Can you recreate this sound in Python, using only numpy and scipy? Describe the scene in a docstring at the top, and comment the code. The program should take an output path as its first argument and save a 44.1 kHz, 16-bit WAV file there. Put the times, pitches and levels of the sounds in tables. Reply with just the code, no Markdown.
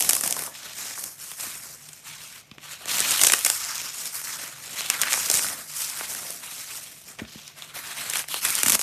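"""At a table in a quiet, humming room, gloved hands squeeze brittle dry foam close to a microphone.
With each squeeze countless tiny cell walls break: a fizz on top, the duller crunch of the block below.
Single walls tick, larger cracks snap out, and crumbs drop on the heap. Low thuds and dull clicks
sound too, many together with a crack. The table and the walls add a short echo."""
import sys
import numpy as np
from scipy import signal
from scipy.fft import rfft, irfft, next_fast_len
from scipy.io import wavfile
from scipy.ndimage import uniform_filter1d

SR = 44100
rng = np.random.default_rng(int(sys.argv[2]) if len(sys.argv) > 2 else 0)


def log_audio(samples):
    """Write samples as a 16-bit WAV file to the path given in sys.argv[1]."""
    # one column per channel
    frames = np.atleast_2d(samples).T
    # limit to full scale, then quantise
    limited = np.clip(frames, -1, 1)
    pcm = np.round(limited * 32767).astype(np.int16)
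    wavfile.write(sys.argv[1], SR, pcm)


N = 388962

# Squeezes of the hands: t/s, length/s, fizz at the start/dB, fizz at the end/dB, crunch over fizz/dB,
# rumble over fizz/dB, hollow of the cupped hands f/Hz, fizz f/Hz, fade on letting go/s
SQUEEZES = [(-.03, 0.31, -22.5, -34, -13.5, -18, 2950, 9400, .3),
            (0.216, 0.15, -24.5, -38.5, -12, -11.5, 1900, 8800, .3),
            (0.345, 0.13, -29.5, -36.5, -9, -11, 1410, 9900, 0.23),
            (0.506, .19, -44.5, -42.5, -1.5, -12.5, 2600, 7400, 0.73),
            (0.741, 0.2, -32, -38, -6.5, -18.5, 2350, 7400, 0.2),
            (0.942, .14, -33.5, -36.5, -13.5, -19.5, 1900, 9600, 0.37),
            (1.167, .14, -41, -38, -10, -24, 2440, 9000, 0.67),
            (1.363, .22, -33, -38, -7, -19, 2280, 9000, 0.26),
            (1.597, 0.13, -42, -41, -10, -15.5, 1720, 8300, 0.41),
            (1.772, 0.29, -47, -52, -7, -19, 2350, 8200, 0.34),
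            (2.033, .12, -40.5, -44, -0.5, -22, 2400, 7400, 0.27),
            (2.164, .23, -43.5, -46, -3, -23, 2560, 8200, 0.17),
            (2.593, 0.14, -49.5, -41.5, 1, -15.5, 2480, 8000, 0.32),
            (2.781, 0.08, -41, -49.5, 2, -7, 2600, 9100, 0.33),
            (2.86, 0.24, -28.5, -26.5, -2.5, -15.5, 2760, 7900, 0.26),
            (3.067, 0.12, -18.5, -27.5, -5.5, -23, 2850, 9200, .3),
            (3.184, 0.17, -19.5, -25, -11.5, -21, 3080, 8300, 0.2),
            (3.358, 0.089, -31, -33.5, -5.5, -31, 2890, 9900, 0.33),
            (3.437, 0.12, -25.5, -29, -10, -31, 2400, 8700, 0.49),
            (3.56, 0.2, -33.5, -34, -4.5, -30, 1750, 6350, 0.27),
            (3.726, .15, -38.5, -34, -4, -23, 2600, 6500, 0.37),
            (3.91, 0.14, -37, -33, -8, -19.5, 2580, 8100, 0.52),
            (4.114, 0.063, -30.5, -30, -11, -32, 2050, 9800, .3),
            (4.215, 0.11, -36, -33, -7, -21, 1800, 7350, 0.42),
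            (4.356, 0.092, -33.5, -38.5, -2.5, -13.5, 1950, 8250, 0.67),
            (4.47, 0.32, -50.5, -35.5, -3, -13.5, 2350, 8250, .3),
            (4.744, 0.2, -32.5, -39.5, -1, -18, 2800, 7450, 0.25),
            (4.888, 0.22, -36, -30.5, -1.5, -15.5, 1940, 8700, 0.27),
            (5.09, 0.36, -26.5, -30.5, -8, -19.5, 2500, 8160, .3),
            (5.298, 0.075, -19.5, -25.5, -13, -23, 2500, 8600, 0.34),
            (5.412, .21, -28.5, -39, -7.5, -13, 1750, 8900, 0.35),
            (5.66, 0.16, -41, -27.5, -9.5, -30, 2570, 8500, 0.62),
            (5.863, 0.18, -38, -33, -4.5, -19.5, 2000, 8950, 0.24),
            (6.062, 0.29, -32, -37.5, -8.5, -16, 2320, 9200, 0.56),
            (6.398, 0.38, -39.5, -37.5, -5, -20, 2690, 8560, 0.44),
            (6.796, 0.23, -42, -48.5, -7, -16.5, 2700, 9400, 0.35),
            (7.045, 0.1, -39, -50.5, -7, -17, 2210, 8100, 0.29),
            (7.175, 0.052, -41, -55, 4.5, 5.5, 1950, 6900, 0.23),
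            (7.248, 0.18, -51, -46.5, 0.2, -15, 2970, 6030, 0.56),
            (7.544, 0.16, -47, -48.5, 2.2, -9.5, 2460, 8500, 0.18),
            (7.73, 0.1, -32, -44.5, -2, -11.5, 1800, 10600, .3),
            (7.812, .12, -41.5, -37.5, -0.5, -15.5, 2170, 8300, .3),
            (7.942, 0.21, -33.5, -39, -1.5, -14, 2470, 8800, .3),
            (8.087, .12, -35.5, -28.5, -3, -23, 2400, 9500, .1),
            (8.271, .11, -34.5, -32, -3.5, -23, 3070, 9700, .15),
            (8.407, 0.25, -23.5, -31, -6, -22, 2400, 9200, .3),
            (8.626, 0.122, -32.5, -18.5, -9, -18, 2800, 9150, 0.069),
            (8.777, 0.038, -28, -29, -14, -32, 3300, 8900, .3)]
# Tone shapes (how strong each pitch is) of thin walls, block, lumps and room air: f/Hz, level/dB
FIZZ_SHAPE = [(3500, -9.5), (4600, 3.5), (5400, 4), (7000, 2), (9000, 1), (10300, 1.5), (12000, 3.5),
              (15000, 4.5)]
CRUNCH_SHAPE = [(500, -22), (900, -2), (1300, 0), (2000, -4), (2800, -4.5), (3500, -2.5), (4300, 2.5),
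                (5500, -29.5)]
RUMBLE_SHAPE = [(30, -39), (70, -8), (150, -2), (250, -1.5), (400, -4.5), (700, 3), (950, -5), (1600, -22)]
AIR_SHAPE = [(12, -83), (20, -57), (48, -3), (69, -5), (125, 3), (206, -7), (468, -12), (1840, -37),
             (2110, -6), (6500, -23.5), (14000, -47)]
# Large cracks, and one longer dull burst (at 7.187 s) as crumbs drop on the heap:
# t/s, bright level/dB, dull level/dB, dull f/Hz, tearing time/s
CRACKS_AND_DROP = [(.007, -10, -39, 2300, 0.001), (0.0237, -16, -27, 2320, 0.0018),
                   (0.047, -27, -31, 2200, 0.0041), (0.073, -29, -33, 2210, 0.0011),
                   (0.0919, -12.5, -29, 2400, .006), (0.0973, -10.5, -22, 2400, 0.0013),
                   (0.1087, -12, -34, 2370, 0.0014), (0.1326, -9, -45, 2180, 0.001),
                   (0.151, -19, -49, 1850, 0.0045), (0.1644, -20, -33.5, 945, 0.0039),
                   (.21, -16, -30, 1080, 0.0013), (0.236, -21.5, -29.5, 1440, 0.005),
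                   (.262, -22, -41, 1700, 0.0027), (0.276, -18.5, -32, 2130, 0.0032),
                   (0.3084, -17.5, -45, 1630, 0.0022), (0.3252, -14, -31, 1370, .0013),
                   (0.3654, -31, -32, 890, 0.0055), (0.3916, -26, -36.5, 2030, 0.0037),
                   (.421, -28, -31.5, 870, 0.0026), (.437, -27, -43, 2050, .0025),
                   (.4634, -31, -40, 2030, 0.0029), (.4749, -46, -34, 760, 0.0025),
                   (.734, -40, -44, 3010, .002), (.855, -43, -48, 700, 0.0027),
                   (0.909, -35, -37, 900, .002), (0.9767, -41, -30, 980, 0.001),
                   (1.0393, -25.5, -57, 2200, 0.0038), (1.316, -28, -30, 3100, 0.00086),
                   (1.409, -27, -41, 2810, 0.0015), (1.8875, -41, -46, 3250, 0.0064),
                   (1.9318, -40, -63, 1950, 0.0056), (2.5132, -46, -39.5, 2700, 0.0042),
                   (2.5826, -39.5, -40, 1720, 0.0014), (2.857, -27.5, -32, 2360, 0.0016),
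                   (2.884, -28, -35, 1880, 0.0024), (2.9838, -20, -25, 2490, 0.0014),
                   (2.9935, -17, -28, 3150, 0.00098), (3.004, -13, -28, 2930, 0.0019),
                   (3.0264, -28, -27, 2370, .001), (3.1085, -16.5, -26, 3200, 0.0024),
                   (3.193, -23, -22.5, 2420, 0.0041), (3.214, -15, -22, 2600, 0.0061),
                   (3.2353, -10, -18.5, 1840, .0036), (3.2475, -20, -10, 3800, 0.00096),
                   (3.2677, -12, -22, 2330, 0.0072), (3.285, -19, -28, 2450, 0.0032),
                   (3.2984, -21, -15, 2180, 0.002), (3.321, -11, -20, 2160, 0.002),
                   (3.335, -12, -14, 2260, 0.0044), (3.384, -27, -30, 2380, .0022),
                   (3.3904, -22, -38, 3040, .002), (3.411, -33, -27, 3120, .0013),
                   (3.4485, -13, -24.5, 2780, 0.0042), (3.4615, -16.5, -24, 1720, 0.0077),
                   (3.5, -11.5, -21.5, 2210, 0.0022), (3.6492, -26, -37, 2830, .001),
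                   (3.756, -23, -33, 2440, 0.00092), (3.7802, -27, -49, 1810, .0017),
                   (3.816, -24, -45, 2620, 0.00086), (4.056, -25.5, -39, 1630, .0022),
                   (4.154, -24, -50, 2960, .001), (4.2154, -31, -35, 1580, 0.0014),
                   (4.272, -41, -29.5, 1530, 0.0013), (4.8074, -26.5, -25, 2770, 0.0018),
                   (4.861, -31, -34, 2370, .0025), (4.9003, -12, -17, 1630, 0.0025),
                   (4.9347, -40, -29, 2200, 0.0017), (5.0156, -11, -24, 2500, 0.0015),
                   (5.019, -21, -27, 2770, 0.0072), (5.0337, -26, -15.5, 2130, 0.0018),
                   (5.072, -34, -25, 1960, 0.0019), (5.0829, -31, -21.5, 2130, 0.001),
                   (5.1232, -22, -18, 2240, 0.001), (5.1311, -12, -20, 2030, 0.00069),
                   (5.139, -18, -16, 2020, 0.0015), (5.174, -32, -29.5, 1310, 0.0044),
                   (5.2998, -13.5, -25, 2370, 0.0032), (5.3137, -14, -36, 2570, 0.0022),
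                   (5.341, -12, -37, 2950, 0.0011), (5.353, -17, -42, 2410, .002),
                   (5.3723, -16, -31, 2540, .001), (5.3927, -35, -22.5, 2000, 0.0024),
                   (5.445, -42, -26, 1460, 0.0029), (5.486, -25, -35, 2010, 0.002),
                   (5.7647, -31, -42, 2580, 0.0028), (5.8986, -24, -33, 2600, 0.00085),
                   (6.0093, -40, -24, 1140, 0.0018), (6.149, -27, -33, 1200, 0.0016),
                   (6.3048, -24.5, -48, 1410, 0.0018), (7.187, -52, -35, 2050, 0.015),
                   (7.2502, -58, -43, 2200, .0045), (7.297, -54, -53, 3000, .002),
                   (7.478, -35.5, -52, 2720, .0026), (7.6217, -59, -31.5, 3600, 0.0034),
                   (7.7579, -43, -43, 1800, 0.015), (8.0987, -23, -36, 1710, 0.0045),
                   (8.135, -25, -29.5, 2270, .0039), (8.1558, -24.5, -22.5, 2160, 0.0031),
                   (8.1707, -16.5, -34, 2480, 0.00082), (8.1926, -21, -25, 2480, 0.0011),
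                   (8.241, -53, -30, 1840, 0.0011), (8.285, -29.5, -36, 1830, 0.0026),
                   (8.3423, -21, -19.5, 2100, 0.0016), (8.4507, -20, -20.5, 2210, 0.0039),
                   (8.5043, -17.5, -39, 3250, 0.0015), (8.5526, -15, -34, 2230, 0.0018),
                   (8.587, -24, -29, 2360, 0.0056), (8.6323, -13.5, -19.5, 2520, 0.0038),
                   (8.661, -18.5, -21.5, 2140, .006), (8.6818, -14, -25, 1810, .004),
                   (8.6972, -10.5, -18, 1900, 0.0017), (8.7021, -8, -25, 2210, 0.00082),
                   (8.7211, -8, -18, 2320, 0.0012), (8.731, -21, -30, 2200, .001),
                   (8.748, -19, -26, 2000, 0.0024), (8.752, -8.5, -23, 2150, 0.00089),
                   (8.793, -15.5, -37, 2130, .001), (8.8, -24, -48, 2300, 0.00084),
                   (8.8135, -19, -27.5, 3300, 0.0021)]
# Low thuds and dull clicks, many sounding together with a crack: t/s, level/dB, f/Hz
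THUDS_AND_CLICKS = [(.235, -32, 260), (.259, -35, 557), (.365, -31, 484), (0.392, -36, 400),
                    (.421, -33, 450), (.476, -35, 520), (1.467, -35.5, 243), (2.513, -36, 188),
                    (2.577, -40, 320), (3.236, -28, 425), (3.324, -31, 550), (5.299, -36, 450),
                    (5.338, -30, 167), (6.299, -35, 530), (7.197, -36, 450), (7.215, -22, 239),
                    (7.222, -34, 74.6), (7.242, -37, 238), (7.354, -31, 216), (7.764, -35, 665),
                    (8.636, -31, 220), (8.663, -24.5, 240), (8.699, -28, 250), (8.75, -29, 220)]
# How the microphone lifts or lowers each pitch: f/Hz, level/dB
MICROPHONE_SHAPE = [(15, -13), (60, -0.5), (3600, 0), (4400, -2.5), (5200, 2), (9300, 1), (10200, -0.5),
                    (15000, 0)]


def gain_of(db):
    """Turns decibels into a multiplier. A fade time called t60 is the seconds taken to fall 60 dB."""
    return 10 ** (np.asarray(db) / 20)


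def evened(x):
    """Scales a signal to an average strength (rms) of 1."""
    return x / np.sqrt(np.mean(x ** 2) + 1e-20)


def level_at(shape, hz):
    """Looks up a tone shape's level in dB at any pitch."""
    shape_hz, shape_db = np.transpose(shape)
    return np.interp(np.log(hz + 1), np.log(shape_hz + 1), shape_db)


def add(mix, start_s, sound):
    """Mixes a sound in at the given time."""
    part = mix[round(start_s * SR):][:len(sound)]
    part += sound[:len(part)]


def colour(x, shape):
    """Gives a sound a tone shape, with a filter that rings only after each hit."""
    hz = abs(np.fft.fftfreq(8192, 1 / SR))
    log_gain = np.log(gain_of(np.maximum(level_at(shape, hz), -100)))
    response = np.exp(np.conj(signal.hilbert(log_gain)))
    return signal.oaconvolve(x, np.fft.ifft(response).real[:4096])[:N]


def resonate(x, hz, width_hz):
    """Rings at a pitch that may move: shifts that pitch down to zero, smooths, and shifts back."""
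    turn = np.exp(2j * np.pi * np.cumsum(hz * np.ones(len(x))) / SR)
    decay = np.exp(-np.pi * width_hz / SR)
    return 2 * (turn * signal.lfilter([1 - decay], [1, -decay], x / turn)).real


def wander(hz):
    """A random wobble with nothing slower than 3 Hz; the further above hz, the weaker it moves."""
    size = N // 32 + 2
    rates = np.fft.rfftfreq(size, 32 / SR)
    spectrum = rfft(rng.standard_normal(size)) / np.sqrt(1 + (rates / hz) ** 2)
    wobble = irfft(spectrum * (rates > 3), size)
    return np.interp(np.arange(N) / 32, np.arange(size), evened(wobble))


def squeezing(attack_s=0.039, trickle_db=-63.5):
    """Hands bite, drift in force, let go. Gives fizz, crunch, rumble in dB, then hollow, fizz in Hz."""
    # crumbs keep trickling between squeezes
    sums = np.outer([1.6, 0.91, 0.51, 3000, 5300], np.full(N, gain_of(2 * trickle_db)))
    for start, length, start_db, end_db, crunch_db, rumble_db, hollow_hz, fizz_hz, t60 in SQUEEZES:
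        t = np.arange(max(-start, 0), length + t60, 1 / SR)
        level_db = np.interp(t, [0, length, length + t60], [start_db, end_db, end_db - 60])
        power = (np.minimum(t / attack_s, 1) * gain_of(level_db)) ** 2
        weights = [1, gain_of(2 * crunch_db), gain_of(2 * rumble_db), hollow_hz, fizz_hz]
        for total, weight in zip(sums, weights):
            add(total, max(start, 0), weight * power)
    levels_db = 10 * np.log10(sums[:3])
    pitches_hz = sums[3:] / sums[0]  # the loudest squeeze counts most
    return *levels_db, *pitches_hz


def breaks(per_s, spread_db, t60):
    """Cell walls break at random, each a puff of noise that starts at once and dies quickly."""
    sizes = gain_of(spread_db * np.minimum(rng.exponential(1, N), 6))
    hits = sizes * (rng.random(N) < per_s / SR)
    power = signal.lfilter([1], [1, -gain_of(-120 / (t60 * SR))], hits ** 2)
    return evened(np.sqrt(power) * rng.standard_normal(N))


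def patchy(x, depth_db):
    """Each moment breaks cells of other sizes: random loud and soft patches over time and pitch."""
    spectra = signal.stft(x, nperseg=256, noverlap=192)[2]
    across_pitch = uniform_filter1d(rng.standard_normal(spectra.shape), size=3, axis=0)
    patches = evened(uniform_filter1d(across_pitch, size=14, axis=1))
    return signal.istft(spectra * gain_of(depth_db * patches), nperseg=256, noverlap=192)[1][:N]


def crumbling(fizz_db, crunch_db, rumble_db, hollow_hz, fizz_hz):
    """Clumps of breaks shake thin walls, block and lumps; each part has breaks of its own too."""
    clumps = wander(hz=35.4)
    common = breaks(per_s=3100, spread_db=0.5, t60=0.0033)
    parts = []
    for shape, share, clump_db in [(FIZZ_SHAPE, .7, 1.5), (CRUNCH_SHAPE, .6, 1.5),
                                   (RUMBLE_SHAPE, .4, 1.2)]:
        own = breaks(per_s=3000, spread_db=0.5, t60=0.0075)
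        drive = share * common + np.sqrt(1 - share ** 2) * own
        flicker = gain_of(clump_db * clumps + 0.67 * wander(hz=1.7))
        parts.append(evened(colour(drive * flicker, shape)))
    fizz, crunch, rumble = parts
    crunch = evened(crunch + 4.5 * resonate(crunch, hollow_hz, width_hz=1550))  # the cupped hands ring
    fizz = evened(fizz + 5.3 * resonate(fizz, fizz_hz, width_hz=4140))
    foam = gain_of(fizz_db) * fizz + gain_of(crunch_db) * crunch + gain_of(rumble_db) * rumble
    return patchy(foam, depth_db=2.0)


def ticks(fizz_db):
    """Single small cell walls tick out of the fizz, following the squeeze."""
    puffs = breaks(per_s=200, spread_db=-2.0, t60=0.0028)
    return gain_of(fizz_db - 15.5) * evened(colour(puffs, FIZZ_SHAPE))


def room_tone(air_db=-59.5, hum_db=-64, hum_hz=150.1, width_hz=3.4):
    """Steady air noise with a fuzzy low hum, made from a narrow band of noise."""
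    air = evened(colour(rng.standard_normal(N), AIR_SHAPE))
    band = signal.butter(N=1, Wn=[hum_hz - width_hz / 2, hum_hz + width_hz / 2], btype="band", fs=SR)
    hum = evened(signal.lfilter(*band, rng.standard_normal(N)))
    return gain_of(air_db) * air + gain_of(hum_db) * hum


def burst(noise, hz, width_hz, tear_s, t60):
    """A sharp first break, spiky noise while the crack runs, then a quick fade, all ringing broadly."""
    t = np.arange(len(noise)) / SR
    spiky = noise * np.sqrt(abs(noise))
    first_break = 1 + 2.0 * np.exp(-t / 0.00048)
    run_s = max(tear_s - .001, 0)
    after = np.maximum(t - run_s, 0)
    fade = gain_of(-60 * after / t60)
    splinters = gain_of(-10.5 - 60 * after / 0.027)  # these keep falling a while
    drive = spiky * first_break * (fade + splinters)
    ring = resonate(resonate(drive, hz, width_hz), hz, width_hz)
    return ring / np.sqrt(np.sum(ring ** 2) / (SR * (tear_s + 0.000047)))


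def cracks_and_drop(fizz_hz):
    """A crack is a bright tear plus a duller ring of the block; the crumb drop is made the same way."""
    out = np.zeros(N)
    for start, bright_db, dull_db, dull_hz, tear_s in CRACKS_AND_DROP:
        noise = rng.standard_normal((2, 1500))
        bright = burst(noise[0], fizz_hz[round(start * SR)], width_hz=6500, tear_s=tear_s, t60=.005)
        dull = burst(noise[1], dull_hz, width_hz=1.07 * dull_hz, tear_s=tear_s, t60=0.0034)
        add(out, start, gain_of(bright_db) * bright + gain_of(dull_db) * dull)
    return signal.sosfilt(signal.butter(N=2, Wn=330, btype="high", fs=SR, output="sos"), out)


def thuds_and_clicks(ring_s=0.01, extra_cycles=1.6):
    """A few soft cycles of a fading tone: the low ones thud, the higher ones make a dull click."""
    out, t = np.zeros(N), np.arange(6000) / SR
    rise = 1 - np.exp(-t / 0.00086)
    for start, db, hz in THUDS_AND_CLICKS:
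        t60 = ring_s + extra_cycles / hz
        tone = rise * gain_of(-60 * t / t60) * np.sin(2 * np.pi * hz * t)
        add(out, start, gain_of(db) * tone / abs(tone).max())
    return signal.sosfilt(signal.butter(N=2, Wn=60, btype="high", fs=SR, output="sos"), out)


def reflections(x, t60=0.34):
    """Sound bounces off table and walls: a short noisy tail whose dull part dies first."""
    t = np.arange(SR // 4) / SR
    noise = rng.standard_normal(len(t)) * (t > .002)
    dull = uniform_filter1d(noise, size=8)
    bright = noise - dull
    tail = evened(dull) * gain_of(-60 * t / (0.55 * t60)) + bright * gain_of(-60 * t / t60)
    return signal.oaconvolve(x, tail / np.linalg.norm(tail))[:N]


def scene():
    """Mixes the foam, its echo and the room, the same on the left and the right."""
    fizz_db, crunch_db, rumble_db, hollow_hz, fizz_hz = squeezing()
    snaps = cracks_and_drop(fizz_hz) + ticks(fizz_db)
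    foam = crumbling(fizz_db, crunch_db, rumble_db, hollow_hz, fizz_hz)
    knocks = thuds_and_clicks()
    echo = reflections(gain_of(-13.5) * (snaps + knocks) + gain_of(-17) * foam)
    mono = foam + snaps + knocks + echo + room_tone()
    return np.array([mono, mono])


def record(dry, bass_lag=1.12, ceiling=.93, top_hz=13960):
    """The microphone shapes the tone, delays the bass, rounds off loud peaks and cuts the top treble."""
    size = next_fast_len(N + 8192)
    hz = np.fft.rfftfreq(size, 1 / SR)
    lag_cycles = bass_lag * np.log(1 + hz / 60)
    response = gain_of(level_at(MICROPHONE_SHAPE, hz)) * np.exp(-2j * np.pi * lag_cycles)
    shaped = irfft(rfft(dry, size) * response, size)[:, :N]
    rounded = shaped / (1 + abs(shaped / ceiling) ** 6) ** (1 / 6)
    treble_cut = signal.firwin(801, top_hz, window=("kaiser", 6), fs=SR)
    return signal.oaconvolve(rounded, treble_cut[None], "same")


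dry = scene()
out = record(dry)
log_audio(out)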